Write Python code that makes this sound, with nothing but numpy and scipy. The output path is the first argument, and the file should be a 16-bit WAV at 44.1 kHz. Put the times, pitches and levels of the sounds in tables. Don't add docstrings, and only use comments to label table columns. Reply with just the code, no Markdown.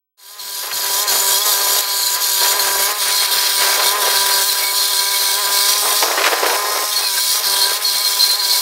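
import sys
import numpy as np
from scipy import signal
from scipy.fft import rfft, irfft, next_fast_len
from scipy.io import wavfile
from scipy.ndimage import map_coordinates

SR = 44100
rng = np.random.default_rng(int(sys.argv[2]) if len(sys.argv) > 2 else 0)


def transcribe(u):
    v = np.clip(np.atleast_2d(u).T, -1, 1)
    q = np.round(v * 32767).astype(np.int16)
    wavfile.write(sys.argv[1], SR, q)


N = 379701

# (multiple of the pulse rate, level [dB], gain with speed [dB/Hz])
DRONE_HARMONICS = [(1, -29, 0), (2, 0, -0.19), (3, 0, 0)]
WHINE_HARMONICS = [(4, -13, .9), (5, 0, 0), (6, -8.5, .5), (7, -15, 0), (8, -6.5, -.25), (9, -14, .7),
                   (10, -18, .3), (11, -18, 0), (12, -20, 0)]
# (time [s], level [dB])
NOTE_LEVELS = [(2.2, -32.5), (5.0, -30.5), (6.6, -30.5), (7.3, -35.5), (8.6, -33)]
# (frequency [Hz], level [dB])
RUMBLE_SPECTRUM = [(15, -12), (50, 1), (95, -4), (124, 2), (160, -3), (250, 0.5), (500, -10), (1500, -40)]
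SOIL_SPECTRUM = [(120, -44), (220, -23.5), (310, -7), (420, 2.5), (800, 5), (1200, 3), (1800, -10.5),
                 (3000, -33), (6000, -40)]
GRIT_SPECTRUM = [(150, -50), (500, -31), (1100, 1), (1700, 4.5), (2400, 2), (3000, -0.5), (4500, -6.5),
                 (8000, -14), (15000, -30)]
CHIP_SPECTRUM = [(1500, -31.5), (2900, -6.5), (3400, 0.5), (4500, 3.5), (5500, 0.5), (6300, -4), (7500, -5),
                 (10000, -4), (13000, -4.5), (15700, -5)]
# (start [s], length [s], soil [dB], grit [dB], swell of the engine note [dB])
SOIL_DIGS = [(0.62, 0.1, -28, -28.5, -3), (0.818, 0.59, -34, -41, 4), (1.446, 0.35, -32.2, -44, 3.5),
             (2.397, 0.53, -29, -26.5, 5.0), (2.996, 0.75, -38.9, -30.5, -0.2),
             (3.563, 0.15, -34, -28, 3.5), (3.666, 0.44, -27, -27, 4.5), (4.114, 0.31, -31.5, -27, 4),
             (5.33, 0.44, -39, -33.5, 2.5), (5.813, 0.16, -27.5, -33, 3), (6.005, 0.16, -23.2, -29, -2),
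             (6.162, 0.39, -22, -23.5, 1), (6.519, 0.32, -25.5, -29.5, 4), (7.45, 0.27, -30.5, -32, 5)]
# (time [s], level [dB], extra level of the thud [dB])
CLOD_HITS = [(0.712, -0.5, -27), (1.064, -13, -12), (2.44, -9, -10), (3.795, -8, -9), (4.053, -9, -7),
             (4.069, -7, -3), (6.025, 1.5, -7.5), (6.078, -13, 1), (6.112, -4, -12), (6.176, -0.5, -16),
             (6.189, -6, -12), (6.217, -1.5, -24), (6.238, 3, -23), (6.25, -1, -20), (6.262, 3.5, -18),
             (6.275, -2, -5.5), (6.319, -5, -4), (6.329, -4.5, -5), (6.428, -5.5, 3.5), (6.462, -4, -4),
             (6.496, -1.5, -13), (6.755, -9, -6), (6.787, -11, -9), (6.823, -10, -7)]
# (start [s], length [s], sag of the pulse rate at first [Hz],
# sag at the end [Hz], chip hiss [dB], rubbing [dB], ground rumble [dB])
WOOD_BITES = [(0.168, 0.088, 2.4, 11.5, -28, -26, -58), (0.385, 0.21, 8.6, 10, -23.5, -28, -55.0),
              (0.715, 0.247, 10.5, 9, -21, -32, -51.5), (1.068, 0.293, 10.4, 12, -21, -30.4, -51),
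              (1.44, 0.0049, 0.5, 0.0, -18.5, -40.4, -63.0), (1.505, 0.26, 9.3, 7.5, -21.5, -34, -56),
              (1.817, 0.33, 7.54, 10.0, -24.5, -23.5, -61.2), (2.191, 0.18, 5.4, 13.5, -22, -31, -62),
              (2.392, 0.14, 11, 10, -20.5, -23, -55), (2.579, 0.26, 10.07, 11, -22.5, -37.9, -54.7),
              (2.985, 0.26, 10.1, 6.5, -24, -26, -54), (3.254, 0.5, 10.7, 11.5, -23.5, -24.5, -54.5),
              (3.812, 0.069, 7.45, 11, -22, -26.5, -55.1), (3.996, 0.43, 8.8, 12, -22, -25.5, -52.5),
              (4.478, 0.38, 9.2, 8.2, -24.3, -24, -61), (4.906, 0.44, 9.9, 10, -23.5, -24.5, -63),
              (5.411, 0.292, 8.85, 7, -20.5, -27.5, -56), (5.761, 0.2, 0.42, 4, -23, -40.5, -64),
              (6.047, 0.599, 3.53, 2.5, -48, -40, -65), (6.478, 0.028, 9.6, 13.5, -44, -39.3, -61.9),
              (6.951, 0.22, 3.3, 5.5, -32, -27.3, -59), (7.051, 0.1, 3.6, 8, -26.5, -31.5, -55.0),
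              (7.154, 0.15, 0.4, 8, -23.3, -23, -59.5), (7.43, 0.15, 7.4, 9.5, -22.5, -22.0, -53.3),
              (7.599, 0.11, 8.7, 9.4, -25.5, -21, -60), (7.846, 0.12, 4.27, 9.5, -27.5, -22, -58),
              (8.031, 0.15, 5.2, 7, -25.5, -27, -63), (8.185, 0.14, 7.4, 8, -26, -21.5, -55),
              (8.391, 0.17, 8.5, 11.5, -25, -20.5, -59)]
# (start [s], length [s, sign ignored], drop in cutting noise [dB])
WHEEL_SKIPS = [(0.34, 0.039, 4), (0.678, 0.05, 3), (1.032, 0.032, 7), (1.806, 0.074, 5), (2.159, -0.046, 5),
               (2.524, 0.064, 5), (2.917, 0.06, 5), (3.257, 0.046, 5), (3.931, 0.054, 2.3),
               (4.536, 0.047, 0.5), (5.453, 0.063, 3), (7.396, 0.035, 3.8), (7.77, 0.041, 7.5),
               (8.358, 0.072, 3.5)]
# (start [s], length [s], level [dB])
WHEEL_RINGS = [(2.78, 0.081, -28), (3.05, 0.21, -32.5), (3.55, 0.351, -33.5), (4.58, 0.1, -26.5),
               (4.92, 0.39, -34), (5.54, 0.11, -27.5), (7.12, 0.14, -37), (7.95, .17, -37),
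               (8.46, .12, -34)]
# (start [s], length [s], multiple of the pulse rate, level [dB])
TOOTH_CATCHES = [(.392, .04, 21.3, -19), (0.726, .032, 21.7, -16), (1.012, .02, 25, -20),
                 (1.012, 0.017, 29.2, -20), (1.078, 0.024, 21.2, -17), (1.415, 0.024, 16.3, -17),
                 (1.415, 0.022, 24.8, -20), (1.89, .03, 21.3, -21), (2.233, .02, 21.4, -15),
                 (2.594, 0.023, 21, -14.5), (3.115, 0.14, 21, -18.5), (3.788, 0.063, 20.7, -22),
                 (4.32, 0.08, 24.5, -20), (4.486, 0.017, 20.6, -13.5), (4.8, 0.022, 20.9, -18),
                 (6.958, 0.044, 21.2, -13), (7.02, .097, 12.5, -30), (7.04, 0.066, 20.9, -19.5),
                 (7.175, 0.024, 8.1, -20), (7.444, 0.05, 21, -21), (7.734, 0.05, 21, -23),
                 (7.843, .068, 21, -12.5), (7.94, .055, 21.2, -21), (8.045, .055, 20.8, -13.5),
                 (8.19, .1, 21, -12), (8.29, .095, 20.7, -15.5), (8.385, 0.056, 20.7, -20.5),
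                 (8.501, 0.046, 21.5, -19)]
# (frequency [Hz], width [Hz], level [dB])
TOOTH_MODES = [(4020, 130, -6), (4180, 95, -2), (4335, 130, -3), (4480, 900, -4), (4820, 100, -9)]
# (time [s], share of the belt side, share lifted out of the cut)
MIC_ASPECT = [(0, 0.91, 0), (2.9, 0.93, 0.0094), (3.03, 0.037, 0.029), (5.98, 0.04, 0.046),
              (6.1, 0.057, 0.97), (6.88, 0, 0.89), (7, 0, 0.2), (8.61, 0, 0.19)]
# (frequency [Hz], width [Hz], boost from the belt side [dB], from the open side [dB], when lifted [dB])
GUARD_MODES = [(3104, 200, -2.5, -7, -15), (3241, 93, 7, 13.5, 8), (3420, 100, -5, 1, -14),
               (3710, 510, -1.5, 4, 0), (4905, 69, 10, 2, -16), (5170, 300, -5.5, 1.5, 9),
               (5755, 200, 2.5, 6, 11.5), (6140, 120, 2.5, 6.5, 8), (6530, 350, 10, 0.5, 7),
               (7040, 270, 13, 4.5, 7), (8020, 540, 6.5, 4.5, 6.5), (8650, 570, 1, 5, 5),
               (9380, 550, 4, 10, 3), (10530, 210, 8, 6.5, 6.5), (11690, 670, 10.5, -1, 2),
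               (12560, 400, 4, 5.5, 10), (14100, 650, 1.5, 6.5, 1)]
# (width [Hz], life [s], depth [dB])
CHIP_PATCHES = [(110, .035, 2.2), (60, .3, 1.9), (900, .09, 1.2)]

FREE_HZ, CRUISE_HZ = 207.4, 200
SAG_S, RECOVER_S = 0.03, 0.069
OVERSHOOT, GOVERNOR_S = 0.2, 0.04007
DIG_RISE_S, DIG_FALL_S = 0.018, 0.02
SPRAY_GROWS_DB = 3.5
CATCH_DB, CATCH_S = 2, 0.038
TOP_HZ = 15750


def amp(db):
    return 10 ** (np.asarray(db) / 20)


def unit(x):
    return x / np.sqrt(np.mean(x ** 2) + 1e-20)


def curves(rows):
    times, *columns = np.transpose(rows)
    return [np.interp(np.arange(N) / SR, times, column) for column in columns]


def wobble(rate):
    samples = np.arange(0, N + 32, 32)
    knots = rng.standard_normal(int(N * rate / SR) + 4)
    smooth = map_coordinates(knots, [samples * rate / SR], order=2)
    return np.interp(np.arange(N), samples, smooth)


def progress(start, length):
    return np.clip((np.arange(N) / SR - start) / max(length, 1e-3), 0, 1)


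def gate(start, length, rise_s, fall_s):
    t = np.arange(N) / SR - start
    return np.clip(t / rise_s, 0, 1) * np.clip(1 + (abs(length) - t) / fall_s, 0, 1)


def level(events, rise_s, fall_s, rest_db):
    power = np.full(N, amp(rest_db) ** 2)
    for start, length, db in events:
        power += (amp(db) * gate(start, length, rise_s, fall_s)) ** 2
    return 10 * np.log10(power)


def filtered(x, response):
    size = next_fast_len(N + 8192, True)
    return irfft(rfft(x, size) * response(np.fft.rfftfreq(size, 1 / SR)), size)[:N]


def shape(points, hz):
    point_hz, db = np.transpose(points)
    return amp(np.interp(np.log(hz + 1), np.log(point_hz), db))


def coloured(x, points):
    return unit(filtered(x, lambda hz: shape(points, hz)))


def resonant(x, centre_hz, width_hz):
    def response(hz):
        damping = 1j * hz * width_hz
        return (damping / (centre_hz ** 2 - hz * hz + damping)) ** 2
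    return unit(filtered(x, response))


def noise_band(centre_hz, width_hz):
    return resonant(rng.standard_normal(N), centre_hz, width_hz)


def spray(rate, spread_db, dust):
    hits = (rng.random(N) < rate / SR) * rng.choice([-1, 1], N)
    sizes = amp(spread_db * rng.uniform(-1, 1, N))
    return unit(unit(hits * sizes) + dust * rng.standard_normal(N))


def throb(phase, depth_db, sharp_db):
    return unit(amp(depth_db * np.cos(phase) + sharp_db * np.cos(2 * phase)))


def patchy(x, patches):
    frames = signal.stft(x, nperseg=1024)[2]
    frame_times = np.arange(frames.shape[1]) * 512 / SR
    hz, t = np.meshgrid(np.fft.rfftfreq(1024, 1 / SR), frame_times, indexing="ij")
    gain_db = 0
    for width, life, db in patches:
        knots = rng.standard_normal((int(SR / 2 / width) + 2, int(t.max() / life) + 2))
        gain_db += db * map_coordinates(knots, [hz / width, t / life], order=1)
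    return unit(signal.istft(frames * amp(gain_db), nperseg=1024)[1][:N])


def ground_rumble():
    shakes = [(start, length, db) for start, length, *_, db in WOOD_BITES]
    shake_db = level(shakes, rise_s=0.02, fall_s=0.059, rest_db=-66)
    return amp(shake_db + 2.9 * wobble(20)) * coloured(rng.standard_normal(N), RUMBLE_SPECTRUM)


def earth(phase):
    digs = np.array(SOIL_DIGS)
    clumps_db = 2.5 * wobble(22)
    soil_db = level(digs[:, [0, 1, 2]], DIG_RISE_S, DIG_FALL_S, rest_db=-37) + clumps_db - 0.85
    grit_db = level(digs[:, [0, 1, 3]], DIG_RISE_S, DIG_FALL_S, rest_db=-32) + clumps_db - 0.93
    soil = spray(rate=1400, spread_db=4.5, dust=0.72) * throb(phase, depth_db=0, sharp_db=3.5)
    soil *= amp(1.7 * wobble(90))
    grit = spray(rate=2000, spread_db=7.5, dust=0.78) * throb(phase, depth_db=0.5, sharp_db=4)
    grit *= amp(1.7 * wobble(60))
    return amp(soil_db) * coloured(soil, SOIL_SPECTRUM) + amp(grit_db) * coloured(grit, GRIT_SPECTRUM)


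def clods(attack_s=0.002, t60_s=0.057):
    thud_gain, crunch_gain = np.zeros(N), np.zeros(N)
    t = np.arange(SR // 5) / SR
    burst = (1 - np.exp(-t / attack_s)) * amp(-60 * t / t60_s)
    for start, db, thud_db in CLOD_HITS:
        span = slice(round(start * SR), round(start * SR) + len(t))
        crunch_gain[span] += amp(db - 10) * burst
        thud_gain[span] += amp(db + thud_db - 6.5) * burst
    thuds = thud_gain * noise_band(centre_hz=447, width_hz=530)
    crunches = crunch_gain * coloured(spray(rate=4000, spread_db=3.5, dust=0.35), GRIT_SPECTRUM)
    return filtered(thuds, lambda hz: shape(SOIL_SPECTRUM, hz)) + crunches


def engine_speed():
    speed = FREE_HZ + 0.693 * wobble(13)
    for start, length, first_hz, last_hz, *_ in WOOD_BITES:
        sag_hz = first_hz + (last_hz - first_hz) * progress(start, length)
        jolt = 1 + OVERSHOOT * (1 - progress(start + SAG_S, GOVERNOR_S))
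        speed -= sag_hz * jolt * gate(start, length, SAG_S, RECOVER_S)
    return speed


def partials(harmonics, phase, speed, jitter, flutter_db):
    out = np.zeros(N)
    for k, db, slope in harmonics:
        unsteady = jitter * k * wobble(70)
        smear = k * k * np.pi / 7
        gain = amp(db + slope * (speed - CRUISE_HZ) + flutter_db * wobble(45))
        out += gain * np.cos(k * phase - smear + unsteady)
    return np.sqrt(2) * out


def engine(phase, speed):
    note_db, = curves(NOTE_LEVELS)
    swells = [db * gate(start, length, DIG_RISE_S, DIG_FALL_S) for start, length, *_, db in SOIL_DIGS]
    swell_db = np.max(swells, axis=0)
    sag_hz = CRUISE_HZ - speed
    whine_db = note_db + swell_db + 0.09 * sag_hz + 0.62 * wobble(11)
    drone_db = note_db - 12 + 1.52 * swell_db
    rasp_db = whine_db - 7.5 + 1.4 * np.clip(sag_hz, -8, 2)
    drone = amp(drone_db) * partials(DRONE_HARMONICS, phase, speed, jitter=0.04, flutter_db=0.9)
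    whine = amp(whine_db + 0.3) * partials(WHINE_HARMONICS, phase, speed, jitter=0.03, flutter_db=1.6)
    puffs = rng.standard_normal(N) * throb(phase, depth_db=6, sharp_db=3)
    rasp = amp(rasp_db) * resonant(puffs, centre_hz=1614, width_hz=88)
    return drone + whine + rasp


def singing_wheel():
    belt, _ = curves(MIC_ASPECT)
    ring_db = level(WHEEL_RINGS, rise_s=0.019, fall_s=0.063, rest_db=-41.5)
    gain = amp(ring_db + 0.2 - 4.6 * belt + 0.7 * wobble(12))
    return gain * noise_band(centre_hz=2234, width_hz=50)


def cutting_levels():
    sprays, rubs = [], []
    for start, length, _, _, hiss_db, rubbing_db, _ in WOOD_BITES:
        sprays.append((start, length, hiss_db + SPRAY_GROWS_DB * (progress(start, length) - 0.5)))
        rubs.append((start, length, rubbing_db + CATCH_DB * (1 - progress(start, CATCH_S))))
    skip_db = sum(db * gate(start, length, 0.014, 0.014) for start, length, db in WHEEL_SKIPS)
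    contact_db = 0.64 * wobble(16) - skip_db
    spray_db = level(sprays, rise_s=0.021, fall_s=0.17, rest_db=-24.5)
    rub_db = level(rubs, rise_s=0.006, fall_s=0.12, rest_db=-37)
    return spray_db + contact_db + 0.24, rub_db + contact_db + 1.34 * wobble(22) + 0.46


def squeals(speed):
    out = np.zeros(N)
    waver_hz = 16 * wobble(300)
    flutter = amp(1.1 * wobble(160))
    for start, length, multiple, db in TOOTH_CATCHES:
        span = slice(int(start * SR), int((start + length) * SR) + 2)
        along = np.linspace(0, 1, len(out[span]))
        hz = multiple * speed[span] + waver_hz[span]
        swell = np.minimum(1, along / 0.081) * np.minimum(1, (1 - along) / 0.49)
        out[span] += amp(db) * swell * flutter[span] * np.sin(2 * np.pi * np.cumsum(hz) / SR)
    return out


def sizzle(speed, spray_db):
    _, lifted = curves(MIC_ASPECT)
    t = np.arange(N) / SR
    slowing_hz = np.interp(t - 0.15, t, speed) - np.interp(t - 0.04, t, speed)
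    bite = np.clip(slowing_hz / 4, 0, 1)
    high = amp(-12) * bite * noise_band(centre_hz=14160, width_hz=330)
    low = amp(-15) * (1 - bite) * noise_band(centre_hz=13100, width_hz=520)
    return (1 - lifted) * amp(spray_db + 3.8 * wobble(25)) * (high + low)


def ringing_teeth(rub_db):
    ring = sum(amp(db + 2.5 * wobble(12)) * noise_band(hz, width) for hz, width, db in TOOTH_MODES)
    return amp(rub_db) * unit(amp(2 * wobble(70)) * ring)


def chips(phase, spray_db):
    belt, lifted = curves(MIC_ASPECT)
    open_side = np.clip(1 - belt - lifted, 0, 1)
    impacts = spray(rate=8000, spread_db=4, dust=1) * throb(phase, depth_db=0.5, sharp_db=0.5)
    impacts = patchy(impacts, CHIP_PATCHES)
    impacts *= amp(spray_db + 0.4 + 0.15 * wobble(40) + 1.09 * wobble(260))
    out = np.zeros(N)
    grid_hz = np.linspace(0, SR / 2, 2048)
    for side, share in enumerate([belt, open_side, lifted]):
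        boost_db = sum(boosts[side] * 0.5 ** ((2 * (grid_hz - centre) / width) ** 2)
                       for centre, width, *boosts in GUARD_MODES)
        gain = unit(shape(CHIP_SPECTRUM, grid_hz) * amp(boost_db) * (grid_hz < TOP_HZ))
        out += np.sqrt(share) * filtered(impacts, lambda hz: np.interp(hz, grid_hz, gain))
    return out


def scene():
    speed = engine_speed()
    phase = 2 * np.pi * np.cumsum(speed) / SR
    spray_db, rub_db = cutting_levels()
    cutter = chips(phase, spray_db) + sizzle(speed, spray_db)
    cutter += ringing_teeth(rub_db) + squeals(speed) + singing_wheel()
    grinder = cutter + engine(phase, speed) + ground_rumble() + earth(phase) + clods()
    fade_in = progress(start=0.16, length=0.96) ** 1.066
    fade_in *= progress(start=0.17, length=0.0088)
    return np.array([fade_in * grinder] * 2)


def record(dry, ceiling=0.9):
    rounded = dry / (1 + np.abs(dry / ceiling) ** 8) ** (1 / 8)
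    return np.array([filtered(channel, lambda hz: hz < TOP_HZ) for channel in rounded])


dry = scene()
out = record(dry)
transcribe(out)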